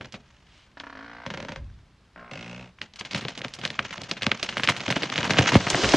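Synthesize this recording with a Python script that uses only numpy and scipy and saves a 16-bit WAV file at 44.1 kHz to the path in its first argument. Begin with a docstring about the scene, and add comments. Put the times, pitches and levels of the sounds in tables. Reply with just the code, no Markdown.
"""Open grassland: an elephant pushes over a dead tree. The bent trunk creaks and groans in stick-slip
pulses and splits in slow jerks. Then its fibres snap, faster and louder; each snap is followed by a
falling thud as bending waves run along the wood. Splinters crackle between the snaps, the dry crown
sweeps down into the grass and limbs strike the ground."""
import sys
import numpy as np
from scipy import signal
from scipy.fft import rfft, irfft
from scipy.io import wavfile
from scipy.ndimage import uniform_filter1d

SR = 44100
rng = np.random.default_rng(int(sys.argv[2]) if len(sys.argv) > 2 else 0)


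def output_pcm(signal):
    """Save a mono or channel-first signal as 16-bit PCM at the path in sys.argv[1].

    Samples are clipped to [-1, 1] before scaling.
    """
    pcm = np.clip(np.atleast_2d(signal).T, -1, 1) * 32767
    wavfile.write(sys.argv[1], SR, np.round(pcm).astype(np.int16))


N = 262836
SIZE, LEAD = 8192, 128  # samples: one short sound, pre-roll of a snap
TIME_S = np.arange(N) / SR
AGE_S = TIME_S[:SIZE]
FREQ_HZ = np.maximum(np.arange(SIZE // 2 + 1) * SR / SIZE, 1)
CLICK = signal.unit_impulse(SIZE) * np.sqrt(SR / 100)  # 0 dB over 10 ms

# Fibre breaks. Each row: time in seconds, pitch in Hz, snap in dB, splinters in dB, thud in dB.
BREAKS = [(.0104, 1900, -38.5, -45.5, -39), (.0466, 2400, -46, -49, -46), (.1238, 3420, -47.5, -47, -63),
          (.1408, 2380, -45, -41.5, -38.5), (.1549, 2400, -55, -73, -62), (.7999, 2570, -37.5, -48.5, -55),
          (2.7865, 1730, -50.5, -64, -79), (2.8159, 2360, -31, -40.5, -48), (2.8285, 2280, -53, -64, -72),
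          (2.9365, 3440, -50, -60, -68), (2.959, 3280, -45, -51, -72), (2.9918, 3400, -47, -38, -71),
          (3.0104, 2020, -35, -44, -44), (3.0502, 2560, -38.5, -38.5, -51), (3.111, 3020, -36.5, -37, -44),
          (3.133, 3240, -35, -52, -45), (3.1472, 2440, -26.5, -32, -29), (3.1742, 2650, -53, -33.5, -34),
          (3.2097, 2570, -40, -42, -55), (3.2213, 2100, -54, -40, -40), (3.251, 2380, -32.5, -50, -33.5),
          (3.2834, 2520, -31.5, -37.5, -39), (3.2955, 2900, -49, -61, -60), (3.3522, 2880, -46, -56, -68),
          (3.3768, 3130, -37.5, -43, -46.5), (3.3917, 2780, -43, -55, -46), (3.4172, 2440, -34, -62, -44),
          (3.4471, 2050, -30.5, -52, -37.5), (3.4822, 2580, -42.5, -49, -72),
          (3.5379, 3840, -37, -40.5, -76), (3.5882, 2680, -44.5, -45, -42), (3.6146, 2590, -40, -46, -48),
          (3.6354, 1900, -41, -37, -41.5), (3.6519, 2700, -24, -35, -37.5), (3.6762, 2840, -37, -49, -55),
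          (3.7032, 2510, -31.5, -45, -40.5), (3.743, 2460, -44, -57, -70),
          (3.7915, 1880, -20.5, -36, -31.5), (3.85, 2090, -40, -41.5, -47.5), (3.908, 2370, -41, -44, -46),
          (3.928, 1820, -36.5, -40, -69), (3.9791, 2700, -38, -60, -41.5), (4.0174, 3630, -38, -59, -43),
          (4.0346, 2950, -42, -42, -52), (4.091, 2600, -56, -40, -47), (4.113, 3160, -25, -38, -32),
          (4.168, 2030, -43, -38, -44), (4.2208, 2600, -28, -30.5, -38), (4.2316, 2650, -28, -55, -38),
          (4.266, 2600, -20.5, -55, -25), (4.2923, 2970, -62, -62, -53), (4.3162, 2160, -18, -58, -28.5),
          (4.3744, 3000, -44, -55, -72), (4.4288, 3180, -25.5, -30, -34), (4.4901, 2620, -29, -32.5, -41),
          (4.526, 2170, -38, -43, -46), (4.5696, 2050, -26, -36.5, -32), (4.5795, 2100, -30, -38, -44),
          (4.5971, 1550, -27.5, -37, -37), (4.6347, 2300, -22.5, -26, -32.5), (4.6744, 2500, -21, -45, -32),
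          (4.688, 1820, -15, -19.5, -28.5), (4.699, 2200, -21, -35, -34), (4.7094, 2250, -32, -56, -38),
          (4.7651, 2430, -34, -36, -39), (4.805, 2780, -33, -43, -41), (4.8808, 2420, -29.5, -42, -27.5),
          (4.9033, 2220, -24.5, -30, -26.5), (4.9246, 2020, -26.5, -37, -33),
          (4.965, 1980, -27.5, -30, -22), (5.022, 3000, -34, -35, -38), (5.0333, 2330, -25.5, -31, -29.5),
          (5.0585, 2730, -40, -49, -39), (5.0996, 2540, -33, -52, -47), (5.1276, 2120, -41, -39, -40),
           (5.158, 2280, -27, -40, -37), (5.1785, 1980, -22.5, -39, -29.5), (5.186, 2350, -28, -47, -30),
          (5.2035, 2370, -39, -55, -38), (5.2304, 2280, -28, -41, -32), (5.2499, 1530, -33, -27, -38),
          (5.2764, 2620, -35, -47, -31), (5.2959, 1960, -33, -31, -25.5), (5.306, 2740, -24.5, -28.5, -22),
          (5.335, 2840, -29, -38, -29), (5.3472, 1970, -39, -48, -39), (5.3708, 2490, -27.5, -35, -26),
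          (5.3855, 2240, -18, -25, -12), (5.392, 1690, -23, -28.5, -20.5), (5.410, 2050, -29, -38, -19.5),
          (5.435, 2930, -53, -57, -36), (5.4605, 1970, -25.5, -47, -30.5), (5.4805, 2160, -30, -41, -41),
          (5.4897, 2170, -31, -31, -30), (5.5202, 1360, -25, -29, -25.5), (5.5328, 2080, -28, -28, -22),
          (5.543, 3000, -24.5, -29, -25), (5.5535, 1670, -20, -22.5, -6.5), (5.6085, 1470, -34, -37, -47),
          (5.6682, 1590, -26, -36, -32.5), (5.6738, 1400, -27, -50, -49), (5.7012, 4500, -22.5, -29.5, -34),
          (5.7455, 1490, -21, -31, -26.5), (5.835, 2040, -30, -26, -26), (5.844, 1780, -21.5, -30, -20),
          (5.8905, 3150, -25.5, -34, -36), (5.9385, 1180, -20, -19, -22)]


def undb(db):
    """Decibels to gain."""
    return 10 ** (np.asarray(db) / 20)


def unit(x):
    """Scale to rms 1."""
    return x / np.sqrt(np.mean(x ** 2) + 1e-30)


def burst(x, db=0):
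    """Scale so that the energy, spread over 10 ms, has this level."""
    return x * undb(db) * np.sqrt(SR / 100 / (np.sum(x ** 2) + 1e-30))


def curve(rows, column=1):
    """One table column, interpolated over time."""
    rows = np.array(rows)
    return np.interp(TIME_S, rows[:, 0], rows[:, column])


def response(colour):
    """Causal frequency response. Each row of a colour: frequency in Hz, gain in dB."""
    hz, db = np.transpose(colour)
    gain = undb(np.interp(np.log(FREQ_HZ), np.log(hz), db))
    cepstrum = irfft(np.log(gain))
    cepstrum[1:SIZE // 2] *= 2
    cepstrum[SIZE // 2 + 1:] = 0
    return np.exp(rfft(cepstrum))


def ring(x, impulse):
    """Convolve with an impulse response."""
    return signal.fftconvolve(x, impulse)[:N]


def coloured(x, colour):
    """Filter by a colour, to rms 1."""
    return unit(ring(x, irfft(response(colour))))


def add(out, start_s, x):
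    """Mix in a short sound."""
    i = max(int(start_s * SR), 0)
    out[i:i + len(x)] += x[:max(N - i, 0)]


def grains(count, spread_db):
    """Dense clicks of unequal size."""
    return rng.standard_normal(count) * undb(spread_db * np.minimum(rng.standard_normal(count), 3))


def scatter(t60_s):
    """Decaying swarm of reflections."""
    return burst(rng.standard_normal(SIZE) * np.exp(-np.log(1000) * AGE_S / t60_s))


def walk(rate_hz):
    """Smooth random wander, rms 1."""
    hold = max(int(SR / rate_hz), 1)
    steps = np.repeat(rng.standard_normal(N // hold + 1), hold)
    return unit(uniform_filter1d(uniform_filter1d(steps, hold), hold)[:N])


def bending(cycles, lowest_hz=75):
    """Low bending waves travel slower: frequency f arrives about cycles / f late."""
    return np.exp(-2j * np.pi * cycles * np.arcsinh(FREQ_HZ / lowest_hz))


def tear(rise_s):
    """A fracture gathers speed, peaks at twice rise_s and dies out."""
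    return rng.standard_normal(SIZE) * AGE_S ** 2 * np.exp(-AGE_S / rise_s)


def broad_tear(rise_s):
    """Many fibres tear at once: flattened spectrum, no pitch."""
    spectrum = rfft(tear(rise_s))
    return irfft(spectrum / (np.abs(spectrum) + 1e-30) ** .7)


def snap(push, hz, octaves=0.89, steep=3.1):
    """A push rings a fibre bundle's broad, flat-topped resonance, LEAD samples in."""
    band = (1 + (np.log2(FREQ_HZ / hz) / octaves) ** 4) ** (-steep / 2)
    return irfft(rfft(np.roll(push, LEAD)) * band)


def air(hiss_db=-58.5):
    """Faint open-air hiss and a few low buffets."""
    # Each row: centre in seconds, half-width in seconds, level in dB.
    buffets = [(1.608, 0.046, -38), (1.667, 0.066, -41), (1.778, 0.055, -45), (5.867, 0.032, -33),
               (5.9, 0.016, -42)]
    # Each row: frequency in Hz, gain in dB.
    hiss_colour = [(15, -45), (25, -15), (53, -6), (75, -9.5), (137, -12.5), (361, -23), (494, -26),
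                   (833, -27), (975, -26), (4940, -36), (6410, -42), (13000, -45.5)]
    buffet_colour = [(20, -30), (50, -5.5), (90, -11), (150, -22.5), (400, -42), (1500, -76)]
    hiss = coloured(rng.standard_normal(N) * undb(0.19 * walk(1.3)), hiss_colour) * undb(hiss_db)
    swell = sum(undb(db) * np.exp(-((TIME_S - s) / width_s) ** 2) for s, width_s, db in buffets)
    return hiss + swell * coloured(rng.standard_normal(N), buffet_colour)


def rustle(centre_s=0.57, width_s=0.1, db=-58):
    """Leaves rustle once as the first push shakes the crown."""
    # Each row: frequency in Hz, gain in dB.
    leaf_colour = [(500, -10), (1600, -5), (3000, 1), (5000, -9), (9000, -20), (13000, -45)]
    swell = undb(db) * np.exp(-((TIME_S - centre_s) / width_s) ** 2)
    return swell * coloured(grains(N, spread_db=2.5), leaf_colour)


def crown(twigs=150, twig_db=-6):
    """Dry twigs brush and snap as the crown comes down."""
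    # Each row: time in seconds, level in dB.
    descent = [(4.4, -50), (4.9, -48), (5.25, -48), (5.5, -37.5), (5.65, -35.5), (5.78, -25.5), (5.96, -24)]
    # Each row: frequency in Hz, gain in dB.
    brush_colour = [(150, -7.5), (330, 10), (600, 7.5), (1000, 3), (2000, -0.5), (3500, 2), (6500, -4),
                    (9000, -17), (11000, -39), (13000, -62)]
    start_s = descent[0][0]
    sweep = undb(curve(descent)) * (TIME_S > start_s)
    out = coloured(grains(N, spread_db=1) * undb(0.72 * walk(51)), brush_colour) * sweep
    for earliness, faintness, thinness in rng.random((twigs, 3)):
        i = int((1 - earliness * (1 - start_s / TIME_S[-1])) * (N - 1))
        twig = snap(tear(rise_s=0.00022), hz=1200 * 4 ** thinness)
        add(out, i / SR, sweep[i] * burst(twig, twig_db - 20 * faintness ** 2))
    return out


def landings(peak_cycles=0.67):
    """Heavy limbs hit the ground with a short hollow knock."""
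    # Each row: start in seconds, pitch in Hz, level in dB.
    impacts = [(5.7464, 710, -21.5), (5.9395, 630, -17), (5.9422, 308, -10)]
    out = np.zeros(N)
    for start_s, hz, db in impacts:
        knock = np.sin(2 * np.pi * hz * AGE_S) * AGE_S * np.exp(-hz * AGE_S / peak_cycles)
        add(out, start_s, burst(knock, db))
    return out


def stick_slip(rows, colour, modes, grit_db, grit_rise_s, tail_db, t60_s, rasp_db, cycles=0):
    """Wood faces catch and let go; each gritty slip rings trunk and sharp modes, then trails a rasp."""
    drift_hz, jitter_s = 0.596, .00004
    grit_share, grit_above_hz = .55, 450
    rasp_hz, rasp_s = 3120, 0.0068
    out, rate_hz, level_db = np.zeros(N), curve(rows), curve(rows, column=2)
    tail_a, tail_b = scatter(t60_s), scatter(t60_s)
    wood = response(colour) * bending(cycles)
    grit_band = grit_share * FREQ_HZ / np.hypot(FREQ_HZ, grit_above_hz)
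    rings = [(rfft(np.sin(2 * np.pi * hz * AGE_S) * AGE_S * np.exp(-np.pi * width_hz * AGE_S)), db)
             for hz, width_hz, db in modes]
    sliding = (TIME_S >= rows[0][0]) & (TIME_S < rows[-1][0])
    slip_count = np.ceil(np.cumsum(rate_hz * sliding) / SR)
    for i in np.flatnonzero(np.diff(slip_count) > 0):
        drift = 2 * np.pi * drift_hz * i / SR  # resonances shift as the trunk bends
        trunk = CLICK + undb(tail_db) * (np.cos(drift) * tail_a + np.sin(drift) * tail_b)
        grit = rfft(burst(tear(grit_rise_s), grit_db)) * grit_band
        bite_db = 1.3 * rng.standard_normal()
        slip = burst(irfft((rfft(trunk) + grit) * wood))
        slip += sum(burst(irfft((rfft(CLICK) + grit) * mode), db + bite_db) for mode, db in rings)
        rasp = snap(grains(SIZE, spread_db=-1) * np.exp(-AGE_S / rasp_s), rasp_hz)
        slip += burst(rasp, rasp_db + 2 * rng.standard_normal())
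        start_s = i / SR + jitter_s * rng.standard_normal()
        gain = np.sqrt(SR / rate_hz[i] / SIZE) * undb(level_db[i] + .5 * rng.standard_normal())
        add(out, start_s, unit(slip) * gain)
    return out


def creaks():
    """Tight fibres stick and slip in two creaks."""
    # One table per creak. Each row: time in seconds, slip rate in Hz, level in dB.
    slips = [
        [(.7715, 30.5, -45.5), (.86, 31.5, -43), (.945, 37.5, -44.5), (.955, 52, -42), (1.05, 57.3, -44.5),
         (1.26, 57.6, -44.5)],
        [(2.160, 59.3, -44), (2.23, 59.3, -46.5), (2.305, 59.3, -48)],
    ]
    # Each row: frequency in Hz, gain in dB.
    wood_colours = [
        [(60, -20), (160, -4), (270, 9.5), (410, -10), (600, 1.5), (1050, 2.5), (1600, 2.5), (2300, -5.5),
         (3200, -15.5), (6000, -26.5), (11000, -78)],
        [(60, -9), (120, -16), (200, 7.5), (430, -5), (560, 4.5), (800, -2.5), (1600, 2), (2400, -12.5),
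         (3200, -19), (6000, -39), (11000, -80)],
    ]
    # Each row: frequency in Hz, width in Hz, level in dB re the trunk.
    modes = [
        [(1360, 1200, -4)],
        [(1620, 900, -17)],
    ]
    first = stick_slip(slips[0], wood_colours[0], modes[0], grit_db=2, grit_rise_s=0.0015,
                       tail_db=14, t60_s=0.085, rasp_db=-16)
    second = stick_slip(slips[1], wood_colours[1], modes[1], grit_db=11, grit_rise_s=0.00058,
                        tail_db=8.5, t60_s=0.19, rasp_db=-29)
    return first + second


def groan():
    """The split trunk sticks and slips; bending waves smear each low pulse."""
    # Each row: time in seconds, slip rate in Hz, level in dB.
    slips = [(2.3125, 43, -37.5), (2.385, 57, -39.5), (2.5, 59, -40.5), (2.62, 63.4, -43),
             (2.69, 59, -54.5), (2.74, 55, -88)]
    # Each row: frequency in Hz, gain in dB.
    wood_colour = [(50, -25), (110, 0), (185, 1), (390, -11.5), (540, -5.5), (750, -14), (1700, -16.5),
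                   (3500, -23), (6500, -31.5), (11000, -51.5)]
    # Each row: frequency in Hz, width in Hz, level in dB re the trunk.
    modes = [(2250, 170, -13), (2684, 460, -9), (3300, 1000, -32)]
    return stick_slip(slips, wood_colour, modes, grit_db=8.5, grit_rise_s=0.00082,
                      tail_db=3, t60_s=0.14, rasp_db=-25, cycles=1.606)


def lurches(rise_s=0.00091, crumble_db=-5, crumble_s=0.022, tail_db=-1):
    """The trunk splits in slow jerks: each a dry, crumbling tear and a short thump."""
    # Each row: start in seconds, tear in dB, thump in dB.
    jerks = [(1.2623, -32, -31), (1.302, -33, -42), (1.3076, -39.5, -35), (1.3376, -36, -34.5),
             (1.344, -38, -39.5), (1.3728, -35.5, -34.5), (1.401, -36, -38), (1.4249, -40, -35),
             (1.448, -39.5, -37), (1.4838, -36, -42), (1.4899, -35.5, -34), (1.519, -36, -36),
             (1.559, -36.5, -39)]
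    # Each row: frequency in Hz, gain in dB.
    tear_colour = [(300, -14), (750, -3.5), (950, 3.5), (1250, -4), (1550, 1.5), (3100, -5.5), (4000, -10),
                   (6500, -18), (8500, -34), (12000, -53)]
    body_colour = [(40, -15), (110, -0.5), (200, 1.5), (330, -8.5), (470, -10.5), (560, 2), (720, -21),
                   (2000, -45)]
    out, tearing, body = np.zeros(N), response(tear_colour), response(body_colour) * bending(1.556)
    for start_s, tear_db, thump_db in jerks:
        push = burst(broad_tear(rise_s))
        push += burst(grains(SIZE, spread_db=6) * np.exp(-AGE_S / crumble_s), crumble_db)
        add(out, start_s - LEAD / SR, burst(irfft(rfft(np.roll(push, LEAD)) * tearing), tear_db))
        blow = CLICK + undb(tail_db) * scatter(t60_s=0.22)
        add(out, start_s, burst(irfft(rfft(blow) * body), thump_db))
    return out


def aftermath(times_s, db, build_s=.003, decay_s=0.024):
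    """Envelope of unrest: builds quickly before each break, dies away after it."""
    power = np.zeros(N)
    np.add.at(power, np.clip((times_s * SR).astype(int), 0, N - 1), undb(db) ** 2)
    fade = lambda x, s: signal.lfilter([1], [1, -np.exp(-2 / (s * SR))], x + 1e-18)
    return np.sqrt(fade(power, decay_s) + fade(power[::-1], build_s)[::-1])


def splintering(ticks=50, tick_db=-3, shudder_db=-8.5):
    """Small fibres give way under strain and after each break, while the trunk shudders."""
    # Each row: time in seconds, crackle level in dB.
    strain_levels = [(0, -62.5), (1.9, -74.5), (2.88, -79), (3.15, -47), (4.4, -45.5), (5.05, -37),
                     (5.45, -29), (5.96, -49)]
    # Each row: frequency in Hz, gain in dB.
    crackle_colour = [(300, -18), (600, -1.5), (1000, 4), (1600, 4.5), (3000, 4), (4500, -4.5),
                      (6800, -5.5), (9000, -31.5), (13000, -49)]
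    shudder_colour = [(30, -23), (70, -8.5), (110, 9), (220, 7), (350, -1), (550, 1), (900, -5.5),
                      (1800, -43.5)]
    mid_splinter_db, mid_thud_db, thud_limit_db = -34.5, -52, -25
    times_s, _, _, splinter_db, thud_db = np.transpose(BREAKS)
    # Breaks above the middling level pass on a share of their extra dB.
    after_crackle_db = -36 + 0.86 * (splinter_db - mid_splinter_db)
    after_shudder_db = -46.5 + 0.7 * (np.minimum(thud_db, thud_limit_db) - mid_thud_db)
    strain = undb(curve(strain_levels))
    crackle = np.hypot(strain, aftermath(times_s, after_crackle_db))
    shudder = np.hypot(strain * undb(shudder_db), aftermath(times_s, after_shudder_db))
    out = coloured(grains(N, spread_db=2) * undb(5.7 * walk(200)), crackle_colour) * crackle
    out += coloured(grains(N, spread_db=8) * undb(0.83 * walk(40)), shudder_colour) * shudder
    for when, size, thickness in rng.random((ticks, 3)):
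        i = int(when * N)
        tick = snap(tear(rise_s=0.00016), hz=1500 * 0.75 ** thickness)
        add(out, i / SR, crackle[i] * burst(tick, tick_db + 10 * (size - .5)))
    return out


def fibres(hz, count=4, span_octaves=2.4, decay_cycles=1.8, ring_db=-17):
    """Frequency response of one bundle: a click and short modes scattered around its pitch."""
    modes_hz = hz * 2 ** (span_octaves * ((np.arange(count) + rng.random(count)) / count - .5))
    rings = sum(burst(np.cos(2 * np.pi * f * AGE_S) * np.exp(-f * AGE_S / decay_cycles))
                for f in modes_hz)
    return rfft(CLICK + burst(rings, ring_db))


def cracks(rise_s=0.0005, splinter_s=0.01, bass_db=17, bass_hz=79.5):
    """A fibre bundle tears, splinters follow, and the released trunk knocks and thuds."""
    # Each row: frequency in Hz, gain in dB.
    knock_colour = [(60, -32), (200, 2), (330, -21), (520, 7), (750, -1.5), (1300, 1), (2400, -25),
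                    (9000, -61)]
    thud_colour = [(30, -34), (70, -15), (100, 5), (140, 5), (185, 5), (280, 0.5), (450, -6.5), (800, -15),
                   (3000, -75)]
    knock, thud = (np.abs(rfft(burst(irfft(response(c))))) for c in (knock_colour, thud_colour))
    splinter_envelope = np.exp(-AGE_S / splinter_s) * (1 - np.exp(-(AGE_S / 0.003) ** 2))
    out = np.zeros(N)
    for time_s, hz, snap_db, splinter_db, thud_db in BREAKS:
        place = rng.standard_normal()
        splinters = grains(SIZE, spread_db=4.5) * splinter_envelope
        bundle = fibres(hz)
        steep = 2.05 + 0.8 * rng.uniform(-0.32, 1)  # some breaks are dull, some sizzle
        fracture = broad_tear(rise_s)
        for push, db, skirt in ((fracture, snap_db, steep), (splinters, splinter_db, steep - 1)):
            crack = snap(irfft(rfft(push) * bundle), hz, steep=skirt)
            add(out, time_s - rise_s - LEAD / SR, burst(crack, db))
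        # Light breaks rattle along the limbs; the heaviest swing the whole trunk, adding bass.
        rattle = undb(np.interp(thud_db, [-30, -10], [-1, -13]))
        heavy = np.interp(thud_db, [-23, -11], [0, 1])
        travel = bending(cycles=1.856 * np.exp(0.309 * rattle * place), lowest_hz=75 * 0.447 ** heavy)
        bass = undb(heavy * bass_db / (1 + (FREQ_HZ / bass_hz) ** 6))
        blow = burst(CLICK + rattle * scatter(t60_s=.035)) / CLICK[0]
        knock_db = snap_db + 0.74 * (thud_db - snap_db) - 4.5
        body = np.hypot(undb(knock_db) * knock, undb(thud_db) * thud)
        add(out, time_s, irfft(rfft(blow) * body * travel * bass))
    return out


def scene():
    """Distant tree straight ahead; grass and bush echo faintly; the treble darts from side to side."""
    # Each row: frequency in Hz, gain in dB.
    side_colour = [(30, -22), (100, -36), (250, -28), (500, -18), (1200, -27), (2200, -19),
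                   (4000, -9), (9000, -9)]
    tree = creaks() + groan() + cracks() + splintering() + lurches() + rustle() + crown() + landings()
    echo = (undb(-17) * scatter(t60_s=.08) + undb(-20) * scatter(t60_s=.45)) / CLICK[0]
    mid = tree + ring(tree, echo) + air()
    side = ring(mid, irfft(response(side_colour))) * walk(300)
    return np.array([mid + side, mid - side])


def record(dry):
    """Round the loudest peaks, dull the high treble, cut the top."""
    ceiling, dull_hz, top_hz = 1.05, 8000, 12800
    rounded = ceiling * np.tanh(dry / ceiling)
    dull = signal.sosfilt(signal.butter(3, dull_hz, fs=SR, output="sos"), rounded)
    return signal.sosfilt(signal.ellip(8, .2, 90, top_hz, fs=SR, output="sos"), dull)


dry = scene()
out = record(dry)
output_pcm(out)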